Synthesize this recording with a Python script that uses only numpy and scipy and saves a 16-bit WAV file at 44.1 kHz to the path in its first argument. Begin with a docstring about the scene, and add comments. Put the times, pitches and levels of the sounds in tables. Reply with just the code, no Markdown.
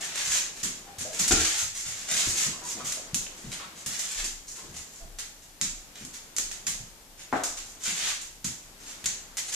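"""On the tiled floor of a hard-walled kitchen, a large dog shuffles and turns.
Its claws tap and skid: random contact forces excite a claw resonance. Its pads thud as damped
sines and chirp as short, rough, rising notes. Twice it bumps the furniture, exciting panel modes
and a wooden door; two hard ticks ring near 3 kHz. Echoes and a decaying tail follow each contact.
Under them lie faint hiss, soft rustle and a low rumble that swells after heavy treads."""
import sys
import numpy as np
from scipy import signal
from scipy.fft import rfft, irfft, next_fast_len
from scipy.io import wavfile

SR = 44100
rng = np.random.default_rng(int(sys.argv[2]) if len(sys.argv) > 2 else 0)


def wav_record(signal):
    """Record a signal, one row per channel, as 16-bit PCM in the file named by sys.argv[1]."""
    frames = np.transpose(np.atleast_2d(signal))
    bounded = np.clip(frames, -1, 1)
    # unit amplitude maps onto the largest positive 16-bit level
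    quanta = np.round(bounded * 32767).astype(np.int16)
    wavfile.write(sys.argv[1], SR, quanta)


N = 421134
TIME = np.arange(N) / SR  # seconds
SIDES = np.array([[1], [-1]])  # left, right

# Event and band levels are relative; each source function adds its own gain.
# Room hiss: frequency_hz, density_db (per Hz)
HISS_SPECTRUM = [(15, -29), (25, -13), (60, -2), (131, -5), (181, -7), (529, -13.5), (769, -9.5), (856, -9),
                 (927, -13), (1350, -22.5), (1760, -17.5), (6720, -12.5), (9520, -15.5), (13800, -15),
                 (15000, -58)]
# Low floor rumble: frequency_hz, density_db (per Hz)
RUMBLE_SPECTRUM = [(12, -18), (28, 25), (45, -2), (70, -2), (100, -40), (170, -42)]
# Heavy treads that set the floor moving: start_s, level_db
HEAVY_TREADS = [(0.64, -60), (1.29, -39), (2.25, -55), (3.17, -43), (4.152, -43), (5.01, -36), (5.66, -49),
                (6.39, -46), (6.72, -51), (7.48, -49), (8.2, -51), (9.04, -53)]
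# Soft rustle of moving bodies, level over time: time_s, level_db
RUSTLE_LEVEL = [(0, -45), (.8, -47.5), (1.35, -45), (1.7, -57), (2.25, -43), (3.1, -45.5), (3.6, -46),
                (4.2, -51), (4.42, -54.5), (4.62, -48), (5.45, -55.5), (6.0, -50.5), (6.7, -50), (7.1, -54),
                (8.0, -48.5), (8.3, -57), (8.95, -47.5), (9.55, -50)]
# Soft rustle: frequency_hz, density_db (per Hz)
RUSTLE_SPECTRUM = [(80, -25), (160, 4), (350, 2.5), (800, -1), (1400, -0.5), (3000, -4.5), (8000, -7),
                   (14000, -27)]
# Decay of the kitchen: frequency_hz, t60_s
ROOM_DECAY = [(150, 0.28), (600, 0.47), (2500, 0.53), (7000, 0.5), (13000, 0.33)]
# A claw on tile: frequency_hz, density_db (per Hz)
CLAW_SPECTRUM = [(350, -23.5), (700, -15), (1000, -14), (1400, -9), (2000, -5), (2560, -6), (3500, -5),
                 (4600, -6.5), (5600, -5.5), (6500, -1), (7300, -1.5), (8200, -7.5), (9500, -12.5),
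                 (12100, -18.5), (15000, -31)]
# Claw slides: start_s, length_s, level_db, body_db (below 4.6 kHz)
CLAW_SKIDS = [(0.0, 0.05, -29.5, -6.5), (0.061, 0.087, -38.5, -1), (0.135, 0.089, -29.5, -4),
              (0.242, 0.039, -26, -8.5), (0.29, 0.083, -22, -7.5), (0.552, 0.058, -38, -6),
              (1.059, 0.084, -42, -9), (1.121, 0.061, -31.5, -7.5), (1.2, 0.049, -29, -7),
              (1.308, 0.23, -26, -5.5), (1.55, 0.078, -25, -10), (1.731, 0.081, -31.5, -11.5),
              (1.835, 0.084, -31.5, -8), (1.911, .16, -39, -6.5), (2.065, 0.14, -23.5, -7),
              (2.179, 0.078, -28, -6.5), (2.246, 0.063, -25, -14.5), (2.33, 0.12, -23.5, -9),
              (2.624, 0.095, -29.5, -13), (2.764, 0.065, -44, -1.5), (2.834, 0.077, -31, -10),
              (2.903, .06, -37.5, -11), (3.31, 0.25, -44.5, -10), (3.509, 0.03, -32, -6),
              (3.571, .065, -52, 8), (3.742, 0.08, -42, -9), (3.853, 0.21, -33.5, -7.5),
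              (4.065, 0.12, -31, -10.5), (4.169, 0.044, -30.5, -3), (4.237, 0.023, -27.5, -12),
              (4.463, 0.059, -39, -18), (4.546, 0.039, -38.5, -9.5), (4.606, .09, -49, -12),
              (4.722, .07, -39.5, -9), (4.892, 0.11, -45.5, -14), (5.415, .03, -48, -8),
              (5.936, 0.086, -44, -3.5), (6.126, 0.038, -39, -9.5), (6.19, 0.054, -54, -17),
              (7.169, 0.057, -45, -5.5), (7.306, 0.069, -43, 0), (7.624, 0.097, -44, -21),
              (7.789, 0.08, -35, -10), (7.829, 0.077, -27.5, -6), (7.921, 0.18, -30.5, -4),
              (8.016, 0.1, -32, -3), (8.542, 0.13, -57, -26), (8.78, 0.092, -46, -7),
              (8.853, 0.057, -36, -8.5), (8.95, 0.099, -51, -12), (9.457, .04, -34, -9),
              (9.499, 0.087, -29, -9.5)]
# Pads twisting on the glaze: start_s, pitch_hz (mid-glide), level_db
PAD_CHIRPS = [(0.0, 713, -45.5), (0.872, 788, -40.5), (1.055, 605, -34.5), (1.128, 480, -48),
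              (2.535, 1114, -45), (2.617, 977, -41), (2.655, 955, -43), (2.772, 690, -42.5),
              (2.80, 1192, -37.5), (2.972, 658, -41.5), (3.602, 1165, -40), (3.645, 1334, -44.5),
              (4.585, 1000, -46), (5.01, 722, -49)]
# Pads taking the weight: start_s, level_db, pitch_hz
PAD_THUDS = [(0.277, -38.5, 108), (0.636, -32.5, 198), (0.987, -36, 115), (1.011, -42.5, 257),
             (1.203, -29, 175), (1.314, -29, 160), (1.325, -30.5, 80), (1.388, -34, 315), (1.629, -38, 99),
             (1.865, -39, 111), (2.121, -37, 158), (2.27, -29.5, 81), (2.276, -35, 271), (2.469, -32, 189),
             (2.755, -38, 260), (2.829, -37, 162), (3.136, -32, 180), (3.444, -34, 192), (3.466, -34, 149),
             (3.869, -36.5, 177), (4.23, -43, 290), (4.631, -44, 300), (4.694, -39.5, 151),
             (4.745, -41.5, 80), (5.625, -34, 194), (6.015, -38, 222), (6.383, -43, 298), (6.683, -37, 174),
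             (6.805, -38, 128), (7.336, -38, 120), (7.882, -39, 180), (8.45, -31, 170), (9.043, -39.5, 158)]
# Claws landing: start_s, level_db, body_db (below 4.6 kHz), edge_db (above 9 kHz), drag_ms (decay constant)
CLAW_TAPS = [(0.630, -17, -12.5, -10, 0.86), (0.984, -26.5, -12, -6.5, 1.3),
             (1.006, -22.5, -13.5, -15, 2.6), (1.190, -13, -14, -10, 5.9), (1.277, -12.5, -15, -10.5, 5.5),
             (1.309, -15, -6.5, -18, 3.2), (1.319, -9.5, -16, -19, 3), (1.446, -15.5, -11.5, -17, 3.5),
             (2.92, -22.5, -14, -9, 4.6), (3.1446, -15.5, -18.5, -8.5, 0.26), (3.861, -22, -11, -5.5, 1.1),
             (3.988, -20.5, -15, -9.5, 4.7), (4.765, -30, -17, -12, 2.1), (5.187, -25, -9.5, -9.5, 0.16),
             (5.6134, -14.5, -14, -14.5, 0.48), (6.050, -32, -18, -9, 0.73), (6.3644, -19, -17.5, -12, 1.3),
             (6.384, -16.5, -17.5, -10.5, 0.079), (6.5136, -26, -11, -12, 0.87),
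             (6.6666, -17.5, -13.5, -10, 2.3), (6.678, -22, -12, -6, 0.25),
             (7.4353, -17, -15.5, -10.5, 1.5), (7.568, -26, -10.5, -13, 9.7), (7.8365, -23, -16, -15, 0.7),
             (8.211, -28.5, -15, -10, 3.4), (8.443, -19.5, -13, -9.5, 3), (9.0415, -31, -4.5, -5, 0.29),
             (9.0581, -15.5, -14.5, -14.5, 0.29), (9.0645, -21, -26, -24, 0.44),
             (9.3701, -25, -12, -9, 0.42), (9.375, -20.5, -10, -9.5, 15), (9.538, -21.5, -16.5, -13, 2.2)]
# Place of the landing claws: time_s, direct_db (straight sound over the tail), left_right_db
CLAW_PATH = [(0, -27.5, -1.5), (2.5, 12, 2.5), (3.2, -8.5, -1), (5.0, -12.5, -0.5), (6.0, -4.5, -1.5),
             (7.5, -9, -0.5), (8.5, -9.5, -1), (9.1, -3.5, 0.5)]
# Bumps against cupboards: start_s, level_db, heavy_db, light_db
FURNITURE_BUMPS = [(1.309, -22.5, 2.5, -7), (1.316, -24.5, 1, -22), (1.327, -39, -10, -33),
                   (7.327, -19.5, -23, 1)]
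# Modes of a heavy cupboard panel: frequency_hz, level_db, t60_s
PANEL_MODES = [(79, -0.5, 0.22), (118, -26, 0.052), (323.6, 1.5, 0.16), (363, 0.5, 0.075), (429, 3, 0.059),
               (760, 2, 0.027), (1070, -27, .03), (1375, 3, 0.045), (1900, -19, 0.023), (2510, 3, .02)]
# A light wooden door: frequency_hz, density_db (per Hz)
DOOR_SPECTRUM = [(60, -40), (110, -16), (220, -8.5), (300, -0.5), (400, -7.5), (520, -7.5), (700, -1),
                 (1000, -5), (1600, -7), (1900, -14), (2250, -18), (2700, -27), (6000, -68), (12000, -80)]
# Hard ticks: start_s, level_db
HARD_TICKS = [(3.1447, -32), (3.266, -37)]
# Ring of a tick: frequency_hz, t60_s
TICK_RING = [(2700, 0.0093), (3020, 0.017), (3350, 0.0058)]


def from_db(db):
    """Amplitude ratio: 20 dB is a factor of ten."""
    return 10 ** (np.asarray(db) / 20)


def rms_one(x):
    """Power normalisation: the root mean square becomes 1."""
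    return x / np.sqrt(np.mean(x ** 2) + 1e-20)


def at_hz(points, hz):
    """Logarithmic pitch scale: a table is interpolated over log frequency."""
    points = np.array(points)
    return np.interp(np.log(np.maximum(hz, 1)), np.log(points[:, 0]), points[:, 1])


def response(spectrum, size=8192):
    """Minimum phase: folding the cepstrum gives a causal impulse response, here of unit energy."""
    magnitude = from_db(at_hz(spectrum, np.fft.rfftfreq(size, 1 / SR)))
    cepstrum = irfft(np.log(magnitude))
    cepstrum[1:size // 2] *= 2
    cepstrum[size // 2 + 1:] = 0
    h = irfft(np.exp(rfft(cepstrum)))[:size // 2]
    return h / np.linalg.norm(h)


def through(x, h):
    """Linear system: the output is the input convolved with the impulse response, mono or stereo."""
    return signal.fftconvolve(np.atleast_2d(x), np.atleast_2d(h), axes=-1)


def add(out, start_s, sound):
    """Superposition: a sound is summed in from its start, or from zero if that is negative."""
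    start = max(round(start_s * SR), 0)
    out[:, start:start + sound.shape[1]] += sound[:, :max(N - start, 0)]


def stereo_noise(size, alike_hz=800):
    """Diffuse-field coherence: two nearby points share the bass but not the treble."""
    mid, side = rfft(rng.standard_normal((2, size)))
    coherence = .88 / (1 + (np.fft.rfftfreq(size, 1 / SR) / alike_hz) ** 4)
    return irfft(np.sqrt(1 + coherence) * mid + np.sqrt(1 - coherence) * side * SIDES, size)


def air(spectrum):
    """Filtered noise: a steady diffuse sound of one colour with rms 1."""
    h = response(spectrum)
    noise = stereo_noise(next_fast_len(N + len(h)))
    return rms_one(through(noise, h)[:, len(h):len(h) + N])


def drift(rate, size):
    """Band-limited fluctuation: a random wander of spread about 1 with rate new values a second."""
    steps = np.arange(size) * rate / SR
    return np.interp(steps, np.arange(1024), rng.standard_normal(1024))


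def kitchen(direct_db, build_s=0.0018, echo_db=-3, fade_s=0.0024, size=22050):
    """Room response for a spot on the floor: straight path, floor and cupboard echoes, diffuse decay."""
    t, hz = np.arange(size) / SR, np.fft.rfftfreq(size, 1 / SR)
    noise, room = rfft(stereo_noise(size)), 0
    for centre, t60 in ROOM_DECAY:
        share = at_hz([(f, f == centre) for f, _ in ROOM_DECAY], hz)
        room = room + irfft(noise * share) * from_db(-60 * t / t60)
    room *= 1 - np.exp(-t / build_s)
    room /= np.sqrt(np.sum(room ** 2) / 2)
    room[[0, 1], rng.integers(0, 3, size=2)] += from_db(direct_db)
    for delay_s in np.exp(rng.uniform(np.log(.0008), np.log(.022), size=7)):
        at = (delay_s * SR + rng.uniform(0, 10, size=2)).astype(int)
        echo = from_db(direct_db + echo_db) / (1 + delay_s / fade_s)  # longer paths are weaker
        room[[0, 1], at] += rng.choice([-1, 1]) * echo
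    return room / np.sqrt(np.sum(room ** 2) / 2)


def floor_rumble(noise_db=-4, swing_db=-2, rest_db=-60.5, swell_s=0.046, floor_hz=30):
    """Forced vibration: each heavy tread swells the rumble and swings the floor at a low pitch."""
    sway, swing = 0, 0
    for start_s, level_db in HEAVY_TREADS:
        t = np.maximum(TIME - start_s, 0)
        swell = from_db(level_db) * t / swell_s * np.exp(1 - t / swell_s)  # peaks after swell_s
        sway = sway + swell
        swing = swing + swell * np.sin(2 * np.pi * floor_hz * t)
    noise_level = from_db(rest_db) + from_db(noise_db) * sway
    return noise_level * air(RUMBLE_SPECTRUM) + from_db(swing_db) * swing


def background(hiss_db=-54, rustle_gain_db=-3.5):
    """Broadband noise: steady room hiss, floor rumble and the varying rustle of fur and cloth."""
    hiss = from_db(hiss_db) * air(HISS_SPECTRUM)
    rumble = floor_rumble()
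    rustle_db = np.interp(TIME, *np.transpose(RUSTLE_LEVEL)) + rustle_gain_db
    rustle = from_db(rustle_db) * air(RUSTLE_SPECTRUM)
    return hiss + rumble + rustle


def claw_parts(x, body_hz=4600, edge_hz=9000):
    """Band division: a claw sound splits into hollow body, 7 kHz ring and sharp edge."""
    body = signal.sosfiltfilt(signal.butter(4, body_hz, fs=SR, output="sos"), x)
    edge = signal.sosfiltfilt(signal.butter(4, edge_hz, "high", fs=SR, output="sos"), x)
    return body, x - body - edge, edge


def skid_pressure(t, length_s, attack_share=0.33, release_s=0.017, judder_db=2, judders_per_s=90):
    """Sliding load: the claw presses in for a share of the slide, judders along and lifts."""
    press = np.sin(np.pi / 2 * np.minimum(t / (attack_share * length_s), 1)) ** 2
    lift = np.exp(-np.maximum(t - length_s, 0) / release_s)
    return press * lift * from_db(judder_db * drift(judders_per_s, len(t)))


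def skids(gain_db=-1, body_gain_db=5, edge_db=0.5, catches_per_s=3000, grit_db=3.5, direct_db=-5, size=3500):
    """Friction excitation: a sliding claw catches on the tile's grain thousands of times a second."""
    out, claw, t = np.zeros((2, N)), response(CLAW_SPECTRUM, size=1024), TIME[:size * 4]
    for start_s, length_s, level_db, body_db in CLAW_SKIDS:
        pressure = from_db(level_db + gain_db) * skid_pressure(t, length_s)
        strengths = from_db(grit_db * np.minimum(rng.exponential(1, len(t)), 5))
        signed = strengths * rng.choice([-1, 1], len(t))
        catches = rms_one(signed * (rng.random(len(t)) < catches_per_s / SR))
        body, ring, edge = claw_parts(through(catches, claw)[:, :len(t)])
        scrape = from_db(body_db + body_gain_db) * body + ring + from_db(edge_db) * edge
        scrape = scrape * pressure
        for i in range(0, len(t), size):  # the paw travels, so every stretch meets other echoes
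            add(out, start_s + t[i], through(scrape[:, i:i + size], kitchen(direct_db)))
    return out


def chirps(gain_db=-3, length_s=0.025, glide=0.096, rough=0.93, direct_db=-6):
    """Stick-slip: a twisting pad gives a short rising note whose phase wanders at random."""
    out, t = np.zeros((2, N)), np.arange(0, length_s, 1 / SR)
    for start_s, pitch_hz, level_db in PAD_CHIRPS:
        wander = rough * np.cumsum(rng.standard_normal(len(t))) * np.sqrt(pitch_hz / SR)
        rising_hz = pitch_hz * (1 + glide * (t / length_s - .5))
        phase = 2 * np.pi * np.cumsum(rising_hz) / SR + wander
        note = rms_one(np.sin(phase) * np.sin(np.pi * t / length_s))
        chirp = from_db(level_db + gain_db) * through(note, kitchen(direct_db))
        add(out, start_s - .008, chirp)  # the note swells in
    return out


def pads(gain_db=26, cycles=2.25, direct_db=-10, lead_s=0.00389):
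    """Damped oscillation: a soft pad thuds, losing 60 dB in a few cycles, and blooms in the room."""
    out, t = np.zeros((2, N)), TIME[:SR // 10]
    for start_s, level_db, pitch_hz in PAD_THUDS:
        decay = from_db(-60 * t * pitch_hz / cycles)
        thud = np.sin(2 * np.pi * pitch_hz * t) * t * decay
        bloom = through(thud / np.linalg.norm(thud), kitchen(direct_db, build_s=0.011))
        add(out, start_s - lead_s, from_db(level_db + gain_db) * bloom)
    return out


def landing_force(t, drag_s, spread_s=0.0044, follow_db=-12, bite=0.22):
    """Impact with friction: one claw lands, three weaker ones follow, each scratching until it grips."""
    contact = np.exp(-t / drag_s) * (1 - np.exp(-t / (bite * drag_s)))  # a dragged claw bites in gradually
    pressure = contact.copy()
    for late_s in rng.uniform(0.11, 1, size=3) * spread_s:
        pressure += from_db(follow_db) * np.interp(t - late_s, t, contact, left=0)
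    friction = rfft(pressure * rng.standard_normal(len(t)))
    # equal strength at all pitches, so the claw sets the colour
    return irfft(friction / np.abs(friction))[:len(t) * 3 // 4]


def taps(gain_db=23.5, body_gain_db=7, edge_gain_db=12):
    """Impact excitation: the forces of landing claws sound through the claw's resonance and the room."""
    out, claw, t = np.zeros((2, N)), response(CLAW_SPECTRUM, size=1024), TIME[:2048]
    path_s, path_direct_db, path_pan_db = np.transpose(CLAW_PATH)
    for start_s, level_db, body_db, edge_db, drag_ms in CLAW_TAPS:
        scratch = through(landing_force(t, drag_ms / 1000), claw)
        body, ring, edge = claw_parts(scratch / np.linalg.norm(scratch))
        click = from_db(body_db + body_gain_db) * body + ring + from_db(edge_db + edge_gain_db) * edge
        room = kitchen(np.interp(start_s, path_s, path_direct_db))
        pan_db = np.interp(start_s, path_s, path_pan_db)
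        add(out, start_s, through(click, room) * from_db(level_db + gain_db + .5 * pan_db * SIDES))
    return out


def heavy_panel():
    """Modal vibration: a struck panel sounds as a sum of decaying sines, here of unit energy."""
    t = TIME[:8192]
    panel = sum(from_db(level_db - 60 * t / t60) * np.sin(2 * np.pi * hz * t)
                for hz, level_db, t60 in PANEL_MODES)
    return panel / np.linalg.norm(panel)


def light_door(shudder_db=-11, shudder_t60=.35):
    """Impulse response: a door gives a dull wooden clack and shudders on its hinges as decaying noise."""
    clack = response(DOOR_SPECTRUM, size=16384)
    t = TIME[:len(clack)]
    shaking = rng.standard_normal(len(t)) * from_db(-60 * t / shudder_t60)
    shudder = through(shaking, clack)[0, :len(t)]
    return clack + from_db(shudder_db) * shudder / np.linalg.norm(shudder)


def bumps(panel_gain_db=28, door_gain_db=27, direct_db=-9):
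    """Shared impact: each blow excites the heavy panel and the light door in its own proportion."""
    out, panel, door = np.zeros((2, N)), heavy_panel(), light_door()
    for start_s, level_db, heavy_db, light_db in FURNITURE_BUMPS:
        blow = from_db(panel_gain_db + heavy_db) * panel + from_db(door_gain_db + light_db) * door
        add(out, start_s, from_db(level_db) * through(blow, kitchen(direct_db)))
    return out


def ticks(gain_db=24, direct_db=-2):
    """Free vibration: a hard contact rings briefly in three modes near 3 kHz."""
    out, t = np.zeros((2, N)), TIME[:2048]
    ring = sum(np.sin(2 * np.pi * hz * t) * from_db(-60 * t / t60) for hz, t60 in TICK_RING)
    ring /= np.linalg.norm(ring)
    for start_s, level_db in HARD_TICKS:
        add(out, start_s, from_db(level_db + gain_db) * through(ring, kitchen(direct_db)))
    return out


def scene(claw_pan_db=-0.14, low_pan_db=1.13):
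    """Level panning: claws lean slightly right, the other sounds left, the ticks stay unpanned."""
    others = background() + chirps() + pads() + bumps()
    claws = skids() + taps()
    return claws * from_db(claw_pan_db * SIDES) + others * from_db(low_pan_db * SIDES) + ticks()


def record(dry, cutoff_hz=14800):
    """Elliptic low-pass filtering: the treble above the cutoff is cut steeply."""
    return signal.sosfilt(signal.ellip(10, .2, 80, cutoff_hz, fs=SR, output="sos"), dry)


dry = scene()
out = record(dry)
wav_record(out)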